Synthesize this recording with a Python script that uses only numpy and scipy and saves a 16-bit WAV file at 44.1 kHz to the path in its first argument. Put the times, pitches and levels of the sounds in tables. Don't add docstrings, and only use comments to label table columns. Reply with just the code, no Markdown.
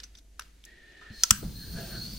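import sys
import numpy as np
from scipy import signal
from scipy.fft import rfft, irfft
from scipy.io import wavfile
from scipy.ndimage import uniform_filter1d, map_coordinates

SR = 44100
rng = np.random.default_rng(int(sys.argv[2]) if len(sys.argv) > 2 else 0)


def persist_wave(psi):
    counts = np.round(np.clip(psi, -1, 1) * 32767).astype(np.int16)
    wavfile.write(sys.argv[1], SR, np.atleast_2d(counts).T)


N = 96534
T, HZ = np.arange(N) / SR, np.fft.rfftfreq(N, 1 / SR)
POP_S = 1.3178

# (frequency [Hz], relative level [dB], t60 [s])
BODY_MODES = [(916, -17, 0.045), (1016, -17.5, 0.027), (1345, -4, 0.036), (1453, -7, 0.024),
              (1657, -9.5, .02), (2800, -19, 0.0076), (3350, -11, 0.024), (3660, -11, 0.0091),
              (4370, -19, 0.0047), (5460, -13, 0.0078), (6026, 0, 0.013), (6380, -23, 0.025),
              (7270, -18, 0.02), (7685, -10, 0.016)]
# (frequency [Hz], relative level [dB])
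CRACK_COLOUR = [(100, -20), (450, -20), (740, -24), (980, -12.5), (1130, -19), (1400, -0.5), (2100, -4),
                (3000, 1.5), (3600, 3), (4050, -4), (4700, 0), (6100, 4), (6700, -3.5), (7700, 0.5),
                (8600, -4), (11000, -4.5), (15500, -8.5)]


def amp(db):
    return 10 ** (np.asarray(db) / 20)


def unit(x):
    return x / np.sqrt(np.mean(x ** 2) + 1e-20)


def read(points, hz):
    f, value = np.transpose(points)
    return np.interp(np.log(hz + 1), np.log(f + 1), value)


def curves(rows):
    s, *columns = np.transpose(rows)
    return [np.interp(T, s, c) for c in columns]


def noise(gain, flutter_db=0, flutter_hz=30):
    # (frequency [Hz], correlation [-1 to 1])
    likeness = [(30, .98), (120, 0.96), (300, 0.89), (700, 0.2), (1600, 0.53), (4300, 0.48), (9000, 0.45),
                (15000, 0.05)]
    a, b, c = rfft(rng.standard_normal((3, N)))
    same = np.clip(read(likeness, HZ), -1, 1)
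    mid, side = a * np.sqrt(1 + same), b * np.sqrt(1 - same)
    flutter = unit(irfft(c / (1 + (HZ / flutter_hz) ** 2), N))
    stereo = irfft(np.array([mid + side, mid - side]) * gain, N)
    return unit(stereo * amp(flutter_db * flutter))


def resonance(hz, width_hz, same=1.0, flutter_db=1):
    z = rng.standard_normal((4, N))
    r = np.exp(-np.pi * width_hz / SR)
    mid, side = signal.lfilter([1], [1, -2 * r, r * r], z[:2] + 1j * z[2:])
    same = np.clip(same, -1, 1)
    mid, side = mid * np.sqrt(1 + same), side * np.sqrt(1 - same)
    turn = np.exp(2j * np.pi * np.cumsum(hz * np.ones(N)) / SR)
    stereo = (np.array([mid + side, mid - side]) * turn).real
    flutter = unit(uniform_filter1d(rng.standard_normal(N), size=900))
    return unit(stereo * amp(flutter_db * flutter))


def pan(db):
    return amp(np.array([[db], [-db]]) / 2)


def add(mix, s, sound):
    part = mix[:, max(round(s * SR), 0):][:, :sound.shape[1]]
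    part += sound[:, :part.shape[1]]


def burst(s, rise_s, decay_s):
    return np.exp(-np.where(T < s, (s - T) / rise_s, (T - s) / decay_s).clip(0, 50))


def ring(gains_db, spread=0.48):
    hz, db, t60 = np.transpose(BODY_MODES)[:, :, None]
    t = T[:3000]
    start = 2 * np.pi * rng.random((len(BODY_MODES), 1))
    lead = spread * rng.choice([-1, 1], (len(BODY_MODES), 1))
    phase = start + lead * np.array([1, -1])[:, None, None]
    size = amp(db + gains_db[:, None])
    modes = size * amp(-60 * t / t60) * np.sin(2 * np.pi * hz * t + phase)
    return modes.sum(1) / np.linalg.norm(size)


def thin(x):
    return signal.sosfilt(signal.butter(4, 990, "high", fs=SR, output="sos"), x)


def workshop_floor():
    # (frequency [Hz], relative level [dB])
    floor_colour = [(20, 5.5), (60, 8.5), (110, -7), (300, -7), (500, -18), (900, -22), (1600, -36),
                    (3000, -54), (6000, -21), (10000, -27.5), (12500, -27.5), (15000, -48)]
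    # (time [s], level [dB])
    hum_level = [(0, -49), (.2, -55), (.5, -54.5), (.8, -57), (.97, -67), (1.1, -56), (1.3, -54),
                 (2.189, -45.5)]
    hum_hz, floor_db = 49.8, -61
    hum = amp(curves(hum_level)[0]) * np.sin(2 * np.pi * hum_hz * T)
    return amp(floor_db) * noise(amp(read(floor_colour, HZ))) + hum


def room(x, build_s=0.0061):
    # (frequency [Hz], t60 [s])
    reverb = [(100, 0.22), (500, 0.39), (1500, 0.44), (4000, 0.23), (8000, 0.26), (16000, 0.35)]
    tail_db, tail_delay_s = -18, 0.005
    bench_db, bench_delay_s = -13.5, 0.004
    hz, t, z = signal.stft(rng.standard_normal((2, SR // 2)), SR, nperseg=256)
    decay = amp(-60 * t / read(reverb, hz)[:, None])
    tail = signal.istft(z * decay, SR, nperseg=256)[1]
    tail *= np.clip((T[:tail.shape[1]] - tail_delay_s) / build_s, 0, 1)
    wet = signal.fftconvolve(x, tail / np.linalg.norm(tail[0]), axes=1)[:, :N]
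    out = x + amp(tail_db) * wet
    add(out, bench_delay_s, amp(bench_db) * x)
    return out


def glance(x):
    # (time [s], delay of the bench reflection [s])
    lowering = [(.6, 0.0018), (1.2, 0.0016), (1.5, .0014), (1.75, 0.0012), (2.0, 0.00083), (2.189, 0.00087)]
    echo_gain = amp(-18.5)
    heard_from = T - curves(lowering)[0]
    echo = np.array([map_coordinates(c, [heard_from * SR], order=3) for c in x])
    return (x + echo_gain * echo) / np.sqrt(1 + echo_gain ** 2)


def handling(rise_s=0.00052, grain_db=2):
    # (time [s], level [dB])
    rub_level = [(0, -57), (.06, -63), (.11, -68.5), (.15, -64.5), (.2, -71.5), (.23, -74), (.3, -73),
                 (.37, -70.5), (.43, -58.5), (.5, -68), (.58, -69), (.64, -67), (.7, -69), (.8, -92)]
    # (frequency [Hz], relative level [dB])
    rub_colour = [(200, 4), (900, -10), (1400, -2), (1800, 1.5), (2300, 1), (3300, -0.5), (4500, -0.5),
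                  (6200, -6), (9000, -9.5), (13000, -15), (16000, -18)]
    # (time [s], level [dB], scrape decay [s], treble tilt [dB/octave],
    # centre of the emphasis [Hz], pan [dB])
    ticks = [(.002, -39.5, 0.0038, -6, 4540, 0), (0.034, -42, 0.0049, -3, 4740, -5),
             (.038, -39.5, 0.0048, -4, 6100, 5.5), (0.152, -46.5, 0.0052, -3.5, 4300, -0.5),
             (.172, -53.5, 0.013, -3, 6000, 2), (.186, -46.5, 0.0037, -1, 4040, -1),
             (0.3954, -27, 0.0026, -1.1, 1395, 0.5), (0.409, -43.5, 0.0045, -11.5, 6000, 2),
             (0.421, -41, 0.0024, -6, 4700, 2), (.640, -48.5, 0.0044, -2, 3050, 0),
             (.652, -41.5, 0.0035, 5.5, 6400, 0), (.922, -53, .001, -4, 5500, 2),
             (1.012, -50.5, 0.053, -8.5, 1350, -1)]
    emphasis_db, emphasis_octaves, ring_db = 12.5, 0.38, -16
    rub = noise(amp(read(rub_colour, HZ)), flutter_db=1, flutter_hz=151)
    out = amp(curves(rub_level)[0]) * rub
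    mode_hz = np.transpose(BODY_MODES)[0]
    for s, db, decay_s, tilt_db, bright_hz, pan_db in ticks:
        def colour(hz):
            octave = np.log2(np.maximum(hz, 1000) / bright_hz)
            return tilt_db * octave + emphasis_db * np.exp(-(octave / emphasis_octaves) ** 2)
        gain = amp(db) * pan(pan_db)
        grain = noise(amp(read(CRACK_COLOUR, HZ) + colour(HZ)), flutter_db=grain_db, flutter_hz=910)
        out += gain * burst(s, rise_s, decay_s) * grain
        add(out, s, gain * amp(ring_db) * thin(ring(colour(mode_hz))))
    return out


def pings():
    # (time [s], level [dB])
    knocks = [(.039, -43), (.152, -59), (0.177, -51.5)]
    ping_hz, t60_s = 6030, 0.053
    out, t = np.zeros((2, N)), T[:6000]
    for s, db in knocks:
        ping = amp(db - 60 * t / t60_s) * np.sin(2 * np.pi * ping_hz * t)
        add(out, s, ping[None])
    return out


def thumps(attack_s=0.0012):
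    # (time [s], level before attack and decay [dB], frequency [Hz], decay [s])
    bumps = [(1.104, -31, 102, 0.0075), (1.108, -42, 212, 0.021), (1.181, -43, 46, 0.064),
             (1.316, -30.5, 205, 0.017), (1.425, -27.5, 151, .008), (1.68, -37, 57.7, 0.037)]
    out, t = np.zeros((2, N)), T[:6000]
    for s, db, hz, decay_s in bumps:
        envelope = np.exp(-t / decay_s) * (1 - np.exp(-t / attack_s))
        add(out, s, -amp(db) * (np.sin(2 * np.pi * hz * t) * envelope)[None])
    return out


def trickle():
    # (time [s], level [dB], nozzle resonance [Hz])
    soft_gas = [(.645, -100, 1850), (.66, -58.5, 1830), (.73, -59, 1890), (.85, -58.5, 1820),
                (1.0, -55.5, 1800), (1.1, -53.5, 1777), (1.17, -57.5, 1790), (1.23, -64, 1780),
                (1.3, -100, 1780)]
    # (frequency [Hz], relative level [dB])
    soft_colour = [(100, -4), (260, -2), (370, 8), (480, -1.5), (720, -4.5), (900, -9), (1120, -18),
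                   (1450, -2.5), (2200, -1.5), (4000, -3), (5500, -13), (9000, -24.5), (16000, -46)]
    level_db, hz = curves(soft_gas)
    singing = resonance(hz, width_hz=137, same=1.0, flutter_db=1)
    air = amp(-2.5) * noise(amp(read(soft_colour, HZ)), flutter_db=.7)
    return amp(level_db) * (singing + air)


def jet():
    # (time [s], broad hiss level [dB], nozzle ring level [dB], ring pitch [Hz],
    # top sizzle level [dB]); the ring and sizzle levels each scale a sum of resonances
    full_flow = [(1.06, -100, -100, 4180, -110), (1.13, -60.5, -57.5, 4230, -77),
                 (1.22, -48.5, -48, 4250, -66), (1.3, -44, -52, 4256, -59), (1.38, -51.5, -58.5, 4280, -53),
                 (1.49, -53.5, -66, 4190, -57.5), (1.57, -52.5, -51, 4212, -54),
                 (1.66, -52, -50, 4290, -55), (1.73, -50, -51.5, 4350, -54), (1.81, -50, -51.5, 4356, -54),
                 (1.89, -50, -54, 4316, -51), (1.97, -49.5, -41, 4250, -53), (2.06, -48, -44, 4354, -55),
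                 (2.12, -49, -50, 4500, -56), (2.189, -48, -53.5, 4450, -55)]
    # (frequency [Hz], relative level [dB])
    hiss_colour = [(300, -4), (1000, -8.5), (2100, -6), (3000, -1), (4000, 3.5), (4800, 5), (5300, 0),
                   (6200, 3), (7200, -4), (8300, -5), (9500, -3), (10600, -12.5), (12300, -8), (14000, -8),
                   (16000, -4.5)]
    # (time [s], level [dB], pitch [Hz])
    shoulder_path = [(1.05, -110, 4680), (1.15, -66, 4700), (1.55, -70, 4700), (1.72, -59, 4750),
                     (1.86, -63, 4860), (1.97, -56, 4674), (2.06, -53, 4710), (2.12, -54, 5010),
                     (2.189, -59, 5000)]
    air_db, ring_db, ring_hz, top_db = curves(full_flow)
    air = amp(air_db) * noise(amp(read(hiss_colour, HZ)), flutter_db=0.84) * pan(0.14)

    unlit = T < POP_S
    cold = amp(-11) * unlit * resonance(5290, width_hz=500)
    core = amp(-6) * resonance(ring_hz, width_hz=110, same=0.92, flutter_db=0.7)
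    wide = resonance(ring_hz, width_hz=260, same=0.73, flutter_db=0.5)
    nozzle = amp(ring_db) * (core + wide + cold) * pan(.4)

    sizzle = resonance(14600, width_hz=1900, same=0.27, flutter_db=2.0) * pan(0.27)
    overtone = amp(-5.5) * resonance(9170, width_hz=550, same=0.64) * pan(-0.32)
    top = amp(top_db) * (sizzle + overtone)

    shoulder_db, shoulder_hz = curves(shoulder_path)
    shoulder = amp(shoulder_db) * resonance(shoulder_hz, width_hz=570, same=0.43, flutter_db=1)
    return air + shoulder + nozzle + top


def igniter(grain_db=0.5):
    # (time [s], crack level [dB], rise [s], decay [s], ring level [dB], centre of the emphasis [Hz],
    # its width [octaves], its strength in the crack [dB], the crack's bass cut [Hz])
    snaps = [(1.2360, -9.5, 0.00033, 0.0023, -4.5, 5720, 0.38, 9, 1010),
             (1.3081, -4, .0007, 0.0024, -7, 7550, 0.32, 5, 196)]
    ring_emphasis_db = 13
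    out, mode_hz = np.zeros((2, N)), np.transpose(BODY_MODES)[0]
    for s, crack_db, rise_s, decay_s, ring_db, bright_hz, octaves, emphasis_db, cut_hz in snaps:
        def bright(hz):
            return np.exp(-(np.log2((hz + 1) / bright_hz) / octaves) ** 2)
        bass_cut = 1 / np.hypot(1, (cut_hz / (HZ + 1)) ** 4)
        colour = amp(read(CRACK_COLOUR, HZ) + emphasis_db * bright(HZ)) * bass_cut
        crack = noise(colour, flutter_db=grain_db, flutter_hz=1500)
        out += amp(crack_db) * burst(s, rise_s, decay_s) * crack
        add(out, s, amp(ring_db) * thin(ring(ring_emphasis_db * bright(mode_hz))))
    return out


def pop(width_s=0.00163, level_db=-20):
    u = (T - POP_S) / width_s
    return np.tile(amp(level_db) * (u ** 2 / 2 - 1) * np.exp(-u ** 2 / 4), (2, 1))


def flame():
    # (time [s], rumble level [dB], hollow roar level [dB], roar pitch [Hz])
    burning = [(1.305, -100, -100, 1555), (1.325, -41, -40, 1533), (1.365, -46.5, -49.5, 1560),
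               (1.41, -43.5, -64, 1580), (1.45, -35.5, -70, 1596), (1.53, -41, -74, 1630),
               (1.63, -45.5, -57, 1653), (1.71, -39.5, -62.5, 1625), (1.785, -37, -48.5, 1600),
               (1.87, -47.5, -57, 1560), (1.95, -41, -46, 1573), (2.03, -40, -61, 1517),
               (2.189, -45.5, -73, 1496)]
    # (frequency [Hz], relative level [dB])
    rumble_colour = [(20, -5), (45, 6.5), (80, -2), (130, 1.5), (200, 1.5), (270, -11), (400, -17.5),
                     (600, -26.5), (1000, -31.5), (3000, -45)]
    # (frequency [Hz], relative level [dB])
    flare_colour = [(60, -12), (200, -0.5), (480, -0.5), (700, -11), (950, -16), (1300, -17), (2500, -27),
                    (6000, -40)]
    rumble_db, roar_db, roar_hz = curves(burning)
    rumble = amp(rumble_db) * noise(amp(read(rumble_colour, HZ)), flutter_db=1.5)
    flare_envelope = amp(-41) * burst(1.429, rise_s=0.0016, decay_s=0.019)
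    flare = flare_envelope * noise(amp(read(flare_colour, HZ)))
    roar = amp(roar_db) * resonance(roar_hz, width_hz=270, same=0.97, flutter_db=0.0)
    return rumble + flare + roar


def flame_on_pipe():
    # (time [s], level [dB])
    wash_level = [(1.6, -78), (1.72, -63), (1.79, -45.5), (1.84, -48.5), (1.89, -48), (1.95, -50),
                  (2.03, -60), (2.189, -63)]
    # (frequency [Hz], relative level [dB])
    wash_colour = [(150, -17), (370, 2.5), (700, -0.5), (1000, -15.5), (2000, -15.5), (2600, -10),
                   (5000, -8), (12000, -30)]
    # (time [s], level [dB])
    note_level = [(1.68, -88), (1.74, -69), (1.78, -49), (1.84, -46), (1.88, -62.5), (1.96, -63.5),
                  (2.05, -78)]
    wash = amp(curves(wash_level)[0]) * noise(amp(read(wash_colour, HZ)))
    note = resonance(664, width_hz=15.4, same=1.0, flutter_db=1.5)
    return wash + amp(curves(note_level)[0]) * note


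def scene():
    knocks = handling() + pings() + thumps() + igniter() + pop()
    gas = trickle() + jet()
    return workshop_floor() + room(knocks) + glance(gas) + flame() + flame_on_pipe()


def record(dry):
    low_pass = signal.firwin(301, 15900, window=("kaiser", 8), fs=SR)
    return signal.oaconvolve(np.clip(dry, -1, 1), low_pass[None], "same")


dry = scene()
out = record(dry)
persist_wave(out)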